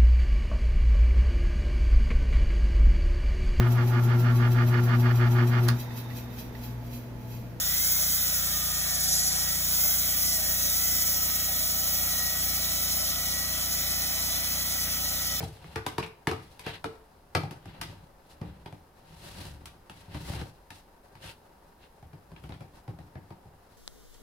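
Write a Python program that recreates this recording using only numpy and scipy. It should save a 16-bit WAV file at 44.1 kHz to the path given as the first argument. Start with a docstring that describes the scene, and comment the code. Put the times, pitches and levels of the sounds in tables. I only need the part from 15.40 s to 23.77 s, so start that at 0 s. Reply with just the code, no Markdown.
"""Hollow, ringing knocks as a round plastic lid, held free, hits the side of a big storage bin in a barn.
The lid is slapped onto the rim, then turned, clicked and pressed down with dull thuds and short creaks.
Every blow rings the plastic walls and dies away in the barn. Every turn scrapes along the thread,
a stream of tiny slips that makes the bin rumble. A faint wash of outdoor air lies underneath."""
import sys
import numpy as np
from scipy import signal
from scipy.fft import rfft, irfft, next_fast_len
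from scipy.io import wavfile

SR = 44100
rng = np.random.default_rng(int(sys.argv[2]) if len(sys.argv) > 2 else 0)


def int16_out(signal):
    """Quantize to a 16-bit WAV file."""
    q = np.round(np.clip(np.atleast_2d(signal).T, -1, 1) * 32767)
    wavfile.write(sys.argv[1], SR, q.astype(np.int16))


N = 369116

# edges of a blow's five registers (boom, hollow, knock, clack, tick): f/Hz
REGISTER_EDGES = [55, 260, 650, 2500, 6500, 15800]
# resonances and notches of the walls: f/Hz, width/Hz, level/dB
WALL_MODES = [(69.3, 5.7, 8), (93, 14, 3.5), (132.7, 11.5, 8), (162.6, 16, 10.5), (354, 46, 8),
              (493, 3.6, 2), (751, 60, 6.5), (842, 31, 6), (907, 59, 8), (1183, 11, 3.5), (1670, 110, 1),
              (1900, 26, -4), (2280, 25, -14)]
# drum tone of the lid held free: f/Hz, width/Hz, level/dB
FREE_LID_MODES = [(444, 10, 19.5)]
# tones of the covered bin: f/Hz, width/Hz, level/dB
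COVERED_BIN_MODES = [(187.5, 5.1, 8.8), (300, 10, 11.4)]


def from_db(db):
    """Decibels to gain."""
    return 10 ** (np.asarray(db) / 20)


def rms(x):
    """Root mean square."""
    return np.sqrt(np.mean(x ** 2) + 1e-24)


def at_hz(points, hz):
    """Read a curve on a log-frequency axis."""
    f, value = np.transpose(points)
    return np.interp(np.log(hz + 1), np.log(f), value)


def bins(size):
    """Bin frequencies of a real FFT."""
    return np.arange(size // 2 + 1) * SR / size


def band(low, high, hz):
    """Causal band-pass response."""
    return signal.sosfreqz(signal.butter(3, [low, high], "band", fs=SR, output="sos"), hz, fs=SR)[1]


def drift(rate):
    """Random wander with a spread of 1 and `rate` new values a second."""
    knots = rng.standard_normal(N // 20)
    return np.interp(np.arange(N) * rate / SR, np.arange(len(knots)), knots) * np.sqrt(3 / 2)


def stereo(mid, side, likeness):
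    """Left and right from two unrelated signals: likeness 0 is wide, 1 is mono."""
    c = np.clip(likeness, 0, 1)
    return (np.sqrt(1 + c) * mid + np.sqrt(1 - c) * side * np.array([[1], [-1]])) / np.sqrt(2)


def plastic_walls(colour, modes, size, ripple_db, spacing_hz, merge_hz=4000):
    """Stereo response of the walls: a few strong resonances over a ripple of many crowded ones."""
    # direction of the bin: f/Hz, left minus right/dB
    balance = [(100, 1.5), (330, 0), (700, 3.5), (2400, 1.5), (4500, 2.5), (8000, 1.5), (14000, -7)]
    hz = bins(size)
    peaks = sum((from_db(db) ** 2 - 1) / (1 + (2 * (hz - f) / width) ** 2) for f, width, db in modes)
    knots = rng.standard_normal(size // 8)
    # small wall modes crowd in above the lid's drum tone and merge again in the treble
    depth = ripple_db * hz / (hz + FREE_LID_MODES[0][0]) / (1 + (hz / merge_hz) ** 2)
    ripple = depth * np.interp(hz / spacing_hz, np.arange(len(knots)), knots)
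    magnitude = from_db(at_hz(colour, hz) + ripple) * np.sqrt(np.maximum(1 + peaks, 0.1))
    # minimum phase, so the ring follows the hit
    cepstrum = irfft(np.log(magnitude))
    cepstrum[1:size // 2] *= 2
    cepstrum[size // 2 + 1:] = 0
    return np.exp(rfft(cepstrum)) * from_db(at_hz(balance, hz) / 2 * np.array([[1], [-1]]))


def contact(colour, s, db, hardness, ring_hz, boom_db=0, *, ring_db, snap_db, pivot_hz=410):
    """Cue for one blow: harder contacts sound brighter; the snap is set by the kind of blow."""
    edges = np.array(REGISTER_EDGES)
    octaves = np.log2(np.sqrt(edges[:-1] * edges[1:]) / pivot_hz)
    levels = db + np.array(colour) + hardness * octaves
    levels[0] += boom_db
    return s, levels, ring_hz, ring_db, snap_db


def knocks():
    """The lid's edge knocks on the bin, last of all on the rim."""
    # knocks: t/s, level/dB, hardness/(dB per octave), ring of the struck spot/Hz, extra boom/dB
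    hits = [(.004, -39.5, -3, 686, -3), (.242, -53.5, -0.5, 3300, 3.5), (.3577, -34.5, -0.33, 1500, -0.5),
            (.464, -35.5, 1.5, 990, 0.5), (.581, -30.5, -0.5, 1150, -3), (.871, -28.5, -0.1, 720, -0.5),
            (.912, -33.5, -1, 1270, -3.5), (1.264, -37.5, -1, 750, -1.5), (1.442, -34, -0.86, 1340, -7.5),
            (1.9498, -28.5, 1.13, 4080, 4)]
    # weight of each register, boom to tick: level/dB
    colour = (-2.5, -1, -0.5, -7, -13.5)
    return [contact(colour, *hit, ring_db=10.5, snap_db=-0.2) for hit in hits]


def thuds():
    """Hands press and bump the lid, always near the same spot."""
    # bumps: t/s, level/dB, hardness/(dB per octave)
    hits = [(.027, -33.5, -0.5), (2.034, -34, -1.5), (2.1093, -39.5, 1.05), (2.256, -43.5, 0.1),
            (3.014, -37.5, -1.8), (3.259, -44.5, .5), (3.325, -44, -0.5), (4.68, -52, -3.8),
            (4.7441, -37.5, -0.5), (4.898, -37.5, -2), (4.935, -38.5, 0.5), (5.013, -37, -.5),
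            (6.626, -49.5, -1), (6.731, -47, -1.4), (6.916, -48, -1), (7.0375, -47.5, 0.5),
            (7.092, -42.5, -.6), (7.206, -42.5, -0.9), (7.478, -38.5, -2.2), (7.5868, -44.5, -1),
            (7.755, -50, -4.5), (7.905, -50.5, 0), (8.053, -53, -2.3)]
    # weight of each register, boom to tick: level/dB
    colour = (-1.5, -7.5, -11.5, -16, -21.5)
    return [contact(colour, *hit, ring_hz=799, ring_db=13.5, snap_db=-3) for hit in hits]


def creaks():
    """Plastic sticks on plastic and lets go with a short creak."""
    # releases: t/s, level/dB, hardness/(dB per octave), ring of the spot/Hz
    releases = [(.626, -43, 0.5, 2670), (3.259, -48, -1, 3560), (6.962, -56.5, .5, 3440),
                (7.0379, -53, -2, 3220), (7.103, -48.5, -4.5, 3630), (7.1213, -53, 0.8, 3840),
                (7.7544, -46, -4.5, 1700), (7.9055, -47.5, -4.5, 920)]
    # weight of each register, boom to tick: level/dB
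    colour = (-9.5, -2, -0.5, -4, -19)
    return [contact(colour, *release, ring_db=15, snap_db=-4.5) for release in releases]


def clicks():
    """Light, bright plastic clicks as the lid is handled and then turned."""
    # clicks: t/s, level/dB, hardness/(dB per octave), ring of the struck spot/Hz
    hits = [(.662, -62, 1.2, 2400), (1.193, -56, 1.36, 980), (2.4129, -43, .5, 1270),
            (4.2564, -60, 2.8, 3540), (4.4965, -52, -.5, 3240), (5.304, -51, -.5, 894),
            (5.7524, -57, -2, 960)]
    # weight of each register, boom to tick: level/dB
    colour = (-1, -5, 2.5, 2, -3.5)
    return [contact(colour, *hit, ring_db=7.5, snap_db=-3) for hit in hits]


def blows(cues, seated_s=1.9, echo_s=0.02, echo_db=4.5, dead_hz=14000, size=32768):
    """Each cue plays as a snap and a short crack in the walls, then the dying tail of bin and barn."""
    # registers, levels against the crack: snap/dB, crack decay/s, tail t60/s, tail/dB, likeness/0-1
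    registers = [(23.8, 0.0035, 0.38, -9, 0.97), (20.5, 0.012, 0.39, -8.5, 0.69),
                 (18.2, 0.0056, 0.37, -11.5, 0.03), (14.2, 0.0026, 0.36, -14.5, 0),
                 (15.8, 0.0066, 0.33, -12.5, 0)]
    # broad tone of struck plastic: f/Hz, level/dB
    struck_colour = [(50, -14), (95, 7.5), (220, -5), (400, -8), (580, -11), (1200, -1), (3000, -9),
                     (4900, -10.5), (7000, -27), (9200, -24.5), (11500, -26), (15500, -37.5)]
    t, hz, out = np.arange(size) / SR, bins(size), np.zeros((2, N + size))
    attack = int(.03 * SR)
    bands = [band(low, high, hz) for low, high in zip(REGISTER_EDGES, REGISTER_EDGES[1:])]
    # the tail swells when the first reflections come back
    echo = from_db(echo_db * np.exp(-(2 * (t - echo_s) / echo_s) ** 2))
    shapes = [(from_db(snap_db), np.exp(-t / crack_s), echo * from_db(tail_db - 60 * t / t60), likeness)
              for snap_db, crack_s, t60, tail_db, likeness in registers]
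    for s, levels, ring_hz, ring_db, extra_snap_db in cues:
        # each spot has its own ring and ripple; plastic damps its high rings most
        spot_ring = (ring_hz, ring_hz ** 2 / dead_hz, ring_db)
        modes = WALL_MODES + [spot_ring] + (FREE_LID_MODES if s < seated_s else COVERED_BIN_MODES)
        body = plastic_walls(struck_colour, modes, size, ripple_db=5.5, spacing_hz=97.1)
        start = round(s * SR)
        noise = rng.standard_normal((4, size))
        # the curved edge grazes first and lands fully about 1.5 ms later
        landing = 1 + int(.0015 * SR * (.5 + rng.random()))
        for passband, db, (snap, crack_fade, tail_fade, likeness) in zip(bands, levels, shapes):
            force = stereo(*noise[:2], likeness) * crack_fade + stereo(*noise[2:], likeness) * tail_fade
            force[:, [0, landing]] += snap * from_db(extra_snap_db)
            force[:, :landing] *= from_db(-6)
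            sound = irfft(rfft(force) * body * passband)
            out[:, start:start + size] += from_db(db) * sound / rms(sound[:, :attack])
    return out[:, :N]


def stroke_gains(t, drop_db=21, roundness=1.3, rasp_db=-4, rasp_follows=0.34):
    """Gains of rumble, rasp, hiss and sizzle: strokes swell and fade; pressure brings out their lows."""
    # slides of the lid: peak t/s, swell/s, fade/s, hiss/dB, rumble over hiss/dB, sizzle over hiss/dB
    strokes = [(.01, 0.15, 0.18, -47, -14, 1), (.33, 0.43, 0.29, -54, 3, -6.5),
               (.634, 0.013, 0.053, -35, -23, -15), (1.02, 0.24, 0.75, -59.5, 1, -3),
               (1.28, .05, 0.083, -35.5, -14, -16), (1.343, 0.027, 0.059, -39.5, -16, -16),
               (2.3, 0.1, 0.22, -50, 4.5, -16), (2.51, 0.24, 0.22, -58.5, 11.5, -7),
               (2.92, .07, 0.059, -58.5, -16, -1), (3.1, 0.23, 0.23, -61, 12.5, -18),
               (3.71, 0.17, 0.091, -58.5, 5.5, -5.5), (3.865, 0.15, 0.31, -47.5, 1, -2.5),
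               (4.015, 0.12, 0.18, -46, 4.5, -2.5), (4.16, 0.28, 0.39, -66.5, 17.5, -12),
               (4.59, 0.11, 0.14, -55.5, 1.5, -4.5), (4.76, 0.083, 0.066, -44, 1, -9.5),
               (4.9, 0.17, 0.24, -45, 4, -2), (4.995, 0.088, 0.07, -43.5, 4, -19),
               (5.359, 0.054, 0.11, -57.5, -22, 2), (5.863, 0.067, 0.091, -41, -4.5, -6.5),
               (6.44, 0.065, 0.084, -56.5, -28, -14), (7.1, 0.25, .32, -73.5, 25, 6),
               (7.36, .06, 0.061, -64.5, 8.5, 0), (8.34, 0.13, 0.13, -66.5, 1, 0)]
    # hands and sleeves never quite rest: rumble/dB, rasp/dB, hiss/dB, sizzle/dB
    sleeves = (-67, -62, -78, -72.5)
    coarse = t[::N // 4000]
    power = from_db(sleeves)[:, None] ** 2
    for s, swell_s, fade_s, db, pressure_db, sizzle_db in strokes:
        from_peak = np.maximum((s - coarse) / swell_s, (coarse - s) / fade_s)
        colour = np.array([pressure_db, rasp_db + rasp_follows * pressure_db, 0, sizzle_db])
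        power = power + from_db(db + colour[:, None] - drop_db * from_peak ** roundness) ** 2
    return [np.interp(t, coarse, np.sqrt(p)) for p in power]


def rubbing(slips_per_s=300, spread_db=4.5, judder_db=1.5, judder_hz=70, barn_db=10, barn_t60=0.36):
    """Dense, uneven slips at three places round the rim drive the walls; the barn smears them."""
    # edges of rumble, rasp and hiss: f/Hz
    edges = [55, 260, 1500, 15800]
    # broad tone of rubbed plastic: f/Hz, level/dB
    rubbed_colour = [(50, -2.5), (150, -18), (260, -25), (520, -16.5), (850, -23), (1500, -23),
                     (4400, -19.5), (7300, -28), (10500, -25.5), (15500, -36.5)]
    # stereo image of the barn's reverb: f/Hz, likeness/0-1
    barn_likeness = [(150, 0.99), (500, 0.22), (5000, 0.018)]
    size = 2 * next_fast_len(N // 2 + 1)
    hz, t = bins(size), np.arange(N) / SR
    rumble, rasp, hiss, sizzle = stroke_gains(t)
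    scrape = 0
    for place in range(3):
        slips = (rng.random(size) < slips_per_s / SR) * rng.choice([-1, 1], size)
        slips = slips * from_db(spread_db * np.minimum(rng.exponential(1, size), 4))
        tail = rng.standard_normal((2, SR)) * from_db(-60 * t[:SR] / barn_t60)
        barn = stereo(*rfft(tail / np.linalg.norm(tail[0]), size), at_hz(barn_likeness, hz))
        # the deep rumble comes straight from the bin, the higher sound also by way of the barn
        scrape = scrape + rfft(slips) * (1 + from_db(barn_db) * barn * hz / (hz + edges[1]))
    modes = WALL_MODES + COVERED_BIN_MODES
    scrape = scrape * plastic_walls(rubbed_colour, modes, size, ripple_db=1.5, spacing_hz=70.5)
    out, shared_judder = 0, drift(judder_hz)
    for low, high, gain in zip(edges, edges[1:], (rumble, rasp, hiss)):
        sound = irfft(scrape * band(low, high, hz))[:, :N]
        judder = judder_db * (shared_judder + drift(judder_hz)) / np.sqrt(2)
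        out = out + sound / rms(sound) * gain * from_db(judder)
    # the top of the hiss rides on the sizzle gain
    treble = irfft(rfft(out, size) * abs(band(3900, SR * .45, hz)) ** 2)[:, :N]
    return out + treble * (sizzle / hiss - 1)


def outdoor_air(level_db=-59.5, wander_rad=0.52):
    """A soft, steady wash of air, wide in the treble, with two faint wavering tones."""
    # tone of the air: f/Hz, relative level/dB
    air_colour = [(22, 0.9), (52, -2), (97, -14), (240, -12), (335, -17), (420, -13), (600, -18),
                  (830, -14), (1650, -28), (5000, -35), (7700, -39), (12000, -33), (15800, -38)]
    # stereo image of the air: f/Hz, likeness/0-1
    air_likeness = [(100, .95), (350, 0.95), (1200, 0.42), (9000, 0.017)]
    # faint tones: f/Hz, level/dB
    faint_tones = [(420, -80), (5023, -88)]
    size = 2 * next_fast_len(N // 2 + 1)
    hz, t = bins(size), np.arange(N) / SR
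    noise = stereo(*rfft(rng.standard_normal((2, size))), at_hz(air_likeness, hz))
    air = irfft(noise * from_db(at_hz(air_colour, hz)) * hz / (hz + 10))[:, :N]
    tones = sum(from_db(db) * np.sqrt(2) * np.sin(2 * np.pi * f * t + wander_rad * drift(23))
                for f, db in faint_tones)
    return from_db(level_db) * air / rms(air) + tones


def scene():
    """Lid and bin in the quiet barn."""
    return blows(knocks() + clicks() + creaks() + thuds()) + rubbing() + outdoor_air()


def record(dry):
    """A steep low-pass takes off the top above 16 kHz."""
    return signal.sosfilt(signal.ellip(10, .1, 80, 16000, fs=SR, output="sos"), dry)


dry = scene()
out = record(dry)
int16_out(out)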